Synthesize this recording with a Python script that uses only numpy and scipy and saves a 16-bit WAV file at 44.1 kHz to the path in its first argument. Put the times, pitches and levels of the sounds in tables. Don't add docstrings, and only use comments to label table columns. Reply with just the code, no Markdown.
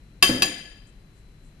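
import sys
import numpy as np
from scipy import signal
from scipy.fft import rfft, irfft, next_fast_len
from scipy.io import wavfile
from scipy.ndimage import uniform_filter1d, map_coordinates

SR = 44100
rng = np.random.default_rng(int(sys.argv[2]) if len(sys.argv) > 2 else 0)


def unload_wav(signal):
    wavfile.write(
        sys.argv[1],
        SR,
        np.round(np.clip(np.atleast_2d(signal).T, -1, 1) * 32767).astype(np.int16),
    )


N = 70560
LEFT_RIGHT = np.array([[1], [-1]])


def amp(db):
    return 10 ** (np.asarray(db) / 20)


def unit(x):
    return x / np.sqrt(np.mean(x ** 2) + 1e-20)


def along(points, hz):
    f, v = np.transpose(points)
    return np.interp(np.log(hz + 1), np.log(f + 1), v)


def leftward(db):
    return amp(LEFT_RIGHT * db)


def since(s):
    return np.maximum(np.arange(N) / SR - s, 0)


def filtered(x, response):
    m = next_fast_len(N + SR // 2)
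    spectrum = rfft(x, m) * response(np.fft.rfftfreq(m, 1 / SR))
    return irfft(spectrum, m)[..., :N]


def noise(colour, alike):
    def mid_side_gains(hz):
        angle = np.arccos(np.clip(along(alike, hz), -1, 1)) / 2
        return amp(along(colour, hz)) * [np.cos(angle), np.sin(angle)]

    mid, side = filtered(rng.standard_normal((2, N)), mid_side_gains)
    return unit(np.array([mid + side, mid - side]))


# f/Hz, relative density/dB per Hz
AIR_COLOUR = [(13, -30), (22, 2.5), (54, -0.5), (75, -16.5), (108, -3.5), (123, -10.5), (157, -8),
              (834, -31), (2230, -31), (3590, -38), (4100, -40), (4560, -41.5), (12500, -43.5),
              (16200, -71), (22000, -120)]
# f/Hz, correlation
AIR_ALIKE = [(100, 0.99), (400, .85), (1200, 0.13), (8000, 0.04)]
# f/Hz, level to left/dB (right gets the negative)
AIR_LEFT = [(50, 1.9), (200, 0), (1000, 2), (5000, 5.5), (12000, 0.5)]
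# f/Hz, rms level/dB
HUM = [(49, -63.5), (101, -69.5), (151, -63), (4016, -76), (4317, -83.5)]
AIR_DB = -50


def background():
    hum = 0
    for hz, rms_db in HUM:
        turns = hz * since(0) + rng.random()
        hum = hum + np.sqrt(2) * amp(rms_db) * np.sin(2 * np.pi * turns)
    air = amp(AIR_DB) * noise(AIR_COLOUR, AIR_ALIKE)
    return filtered(air + hum, lambda hz: leftward(along(AIR_LEFT, hz)))


BUILD_S = 0.0009


def burst(s, t60):
    t = since(s)
    return amp(-60 * t / t60) * (1 - np.exp(-t / BUILD_S))


# f/Hz, relative density/dB per Hz
CRACK_COLOUR = [(100, -4), (600, -9.5), (1500, -1), (2800, 4.5), (5200, -2.5), (5700, -7.5), (6150, 2.5),
                (6550, -10), (7000, -3), (7850, -10.5), (8500, -2.5), (10000, -4), (10900, -8),
                (11700, -5.5), (13000, -8.5)]
# f/Hz, correlation
CONTACT_ALIKE = [(300, .95), (1000, -0.42), (2000, -0.58), (10000, 0.12)]
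CRACK_T60_S, SIZZLE_T60_S, SIZZLE_DB = 0.05, 0.27, -15.5


def crack(s):
    envelope = burst(s, CRACK_T60_S) + amp(SIZZLE_DB) * burst(s, SIZZLE_T60_S)
    return envelope * noise(CRACK_COLOUR, CONTACT_ALIKE)


SHIMMER_DEPTH, SHIMMER_KNOTS_PER_S, SHIMMER_GROW_S = 0.6, 130, 0.02
SCATTER_DB = 2.47


def wobble(knots_per_s):
    return map_coordinates(rng.standard_normal(2000), [np.arange(N) * knots_per_s / SR])


def ring(modes, s, spot, pitch=1):
    t = since(s)
    depth = SHIMMER_DEPTH * (1 - np.exp(-t / SHIMMER_GROW_S))
    waves = 0
    for hz, db, t60, spot_db in modes:
        phase = 2 * np.pi * hz * pitch * t
        in_phase = (1 + depth * wobble(SHIMMER_KNOTS_PER_S)) * np.sin(phase)
        quadrature = depth * wobble(SHIMMER_KNOTS_PER_S) * np.cos(phase)
        strike_db = db + spot * spot_db + SCATTER_DB * rng.standard_normal()
        waves = waves + amp(strike_db) * burst(s, t60) * (in_phase + quadrature)
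    return waves


# f/Hz, mean level/dB, t60/s, gain from spot 0 to 1/dB
STEEL_MODES = [(219, -12.5, 0.16, 3.5), (364, -9.5, 0.15, -7.5), (530.6, -22, 0.16, 6.5),
               (709.3, -7, 0.11, -3), (779, -14.5, .09, 3.5), (1120, -3.5, .11, -1.5), (1697, -9, .08, -1),
               (1907, -16.5, 0.04, -10), (2455, -11.5, 0.043, 1.5), (2637, -1.5, 0.081, 3.5),
               (2662, 3, .09, -9), (3560, -5.5, 0.085, 3), (4090, -18, 0.14, 10), (4840, -8, 0.097, 10),
               (6100, -11, .1, 4), (11770, -9, 0.083, 4.5)]
STEEL_PITCH_SHIFT = -0.012


def steel_sheet(s, spot):
    return ring(STEEL_MODES, s, spot, 1 + STEEL_PITCH_SHIFT * spot)


# f/Hz, mean level at spot 0/dB, t60/s, gain from spot 0 to 1/dB
GLASS_MODES = [(1708.5, -10, .18, 0), (3110, -1.5, 0.24, 1), (3132, -0.5, 0.2, -4.5), (3212, -8.5, .28, 1),
               (4800, 0, 0.18, -4.5), (4850, -1, 0.2, 3), (4865, -5.5, 0.35, 0.5), (6934, -12.5, .4, -4),
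               (6980, -19.5, 0.51, 2), (8880, -21.5, 0.54, 6), (9300, -11, .28, -9),
               (9300, -17.5, 0.33, 1.5), (11270, -15.5, 0.16, 1)]


def glass_bowl(s, spot):
    return ring(GLASS_MODES, s, spot)


PUSH_S = 0.00043


def push(s):
    u = since(s) / PUSH_S
    return u * (2 - u) * np.exp(-u)


# t/s, glass level/dB, steel level/dB, crack level/dB, spot/0-1
TAPS = [(0.225, -18, -13.5, -7, 0.05), (0.242, -28, -31, -18.5, 0), (0.4206, -24, -17.5, -14.5, 0.81),
        (0.4284, -28.5, -27, -23, 0.8)]
RING_LEFT_DB, RING_LAG_S = 2, 0.000035
CRACK_LEFT_DB = -0.7
THUMP_DB = -2.5
SEND_GLASS_DB, SEND_STEEL_DB, SEND_CRACK_DB = -1.5, -10, -3


def tap(s, glass_db, steel_db, crack_db, spot):
    glass = amp(glass_db) * glass_bowl(s, spot)
    steel = amp(steel_db) * steel_sheet(s, spot)
    snap = amp(crack_db) * crack(s)
    thump = amp(steel_db + THUMP_DB) * push(s)
    ringing = filtered(glass + steel, lambda f: np.exp(-1j * np.pi * f * RING_LAG_S * LEFT_RIGHT))
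    direct = ringing * leftward(RING_LEFT_DB) + snap * leftward(CRACK_LEFT_DB) + thump
    send = amp(SEND_GLASS_DB) * glass + amp(SEND_STEEL_DB) * steel + amp(SEND_CRACK_DB) * snap[0] + thump
    return in_kitchen(direct, send)


# f/Hz, t60/s
ROOM_T60 = [(100, 0.42), (300, .65), (1000, 0.75), (2500, 0.77), (5000, 0.68), (9000, .52), (12000, 0.46)]
# f/Hz, gain/dB
ROOM_COLOUR = [(80, -1.5), (250, 1), (700, -1.5), (1100, -7.5), (1900, -4), (2700, -7.5), (3300, -7),
               (5000, -7.5), (7000, -9), (9500, -6.5), (12000, -8.5)]
# f/Hz, level to left/dB (right gets the negative)
ROOM_LEFT = [(200, 0.44), (800, 2.5), (2000, 4.5), (6000, 4.5), (12000, 4)]
# f/Hz, correlation
ROOM_ALIKE = [(200, .95), (600, 1), (1500, 0), (10000, 0.012)]
WALL_S, WALL_DB, WALL_LOWPASS_HZ = 0.0165, -16.5, 6000
ROOM_DELAY_S, ROOM_RISE_S = 0.0014, 0.0018


def in_kitchen(x, send):
    white = noise([(20, 0), (20000, 0)], ROOM_ALIKE)
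    hz, t, bins = signal.stft(white, SR, nperseg=256)
    decay = amp(-60 * t / along(ROOM_T60, hz)[:, None])
    tail = signal.istft(bins * decay, SR, nperseg=256)[1][:, :N]
    tail = tail * (1 - np.exp(-since(ROOM_DELAY_S) / ROOM_RISE_S))
    tail = filtered(unit(tail) / np.sqrt(N),
                    lambda f: amp(along(ROOM_COLOUR, f)) * leftward(along(ROOM_LEFT, f)))
    wall = filtered(x, lambda f: np.exp(-2j * np.pi * f * WALL_S) / (1 + 1j * f / WALL_LOWPASS_HZ))
    diffuse = signal.fftconvolve(send[None], tail, axes=1)[:, :N]
    return x + amp(WALL_DB) * wall + diffuse


# t/s, level/dB
THUDS = [(0.277, -34.5), (0.2928, -18.5), (0.2967, -18), (0.332, -27), (0.348, -23), (0.371, -40),
         (0.393, -28.5), (.428, -34), (.492, -34.5)]
# f/Hz, level/dB, t60/s
TABLE_MODES = [(122.5, -11.5, 0.14), (156, -19, 0.05), (219, -11.5, 0.072), (282, -1.5, 0.056),
               (307.6, -2, .05), (373.6, -10.5, 0.11), (482.6, -11.5, 0.073), (690, -18, 0.027)]
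# f/Hz, relative density/dB per Hz
SCUFF_COLOUR = [(40, -23.5), (130, 7), (300, 1.5), (800, -8), (1400, -10), (3000, -24.5)]
SCUFF_DB, SCUFF_T60_S = -6.5, 0.089
SEND_THUD_DB = -4.5


def rocking():
    knock = sum(amp(db) * burst(0, t60) * np.sin(2 * np.pi * hz * since(0)) for hz, db, t60 in TABLE_MODES)
    knocks = sum(amp(db) * np.interp(since(s), since(0), knock) for s, db in THUDS)
    scuff_envelope = sum(amp(db + SCUFF_DB) * burst(s, SCUFF_T60_S) for s, db in THUDS)
    foot = knocks + scuff_envelope * noise(SCUFF_COLOUR, CONTACT_ALIKE)
    return in_kitchen(foot, amp(SEND_THUD_DB) * foot[0])


# middle t/s, Gaussian width/s, level before the lean/dB
RUSTLES = [(.874, 0.0053, -68), (0.893, 0.0078, -68), (1.18, 0.028, -74.5), (1.47, 0.024, -72)]
# f/Hz, relative density/dB per Hz
RUSTLE_COLOUR = [(2000, -17), (5000, -10.5), (7500, 6), (9500, 0), (12000, -23)]
RUSTLE_GRAIN_DB, RUSTLE_LEFT_DB = 3, 7.5


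def rustles():
    t = np.arange(N) / SR
    swell = sum(amp(db) * np.exp(-0.5 * ((t - s) / width) ** 2) for s, width, db in RUSTLES)
    smooth = uniform_filter1d(rng.standard_normal(N), size=60)
    grain = amp(RUSTLE_GRAIN_DB * unit(smooth))
    brush = unit(grain * noise(RUSTLE_COLOUR, CONTACT_ALIKE))
    return swell * brush * leftward(RUSTLE_LEFT_DB)


def scene():
    return background() + rustles() + rocking() + sum(tap(*row) for row in TAPS)


CLIP_LEVEL, TOP_HZ = 0.92, 12450


def record(dry):
    clipped = np.clip(dry, -CLIP_LEVEL, CLIP_LEVEL)
    return filtered(clipped, lambda hz: 1 / np.sqrt(1 + (hz / TOP_HZ) ** 200))


dry = scene()
out = record(dry)
unload_wav(out)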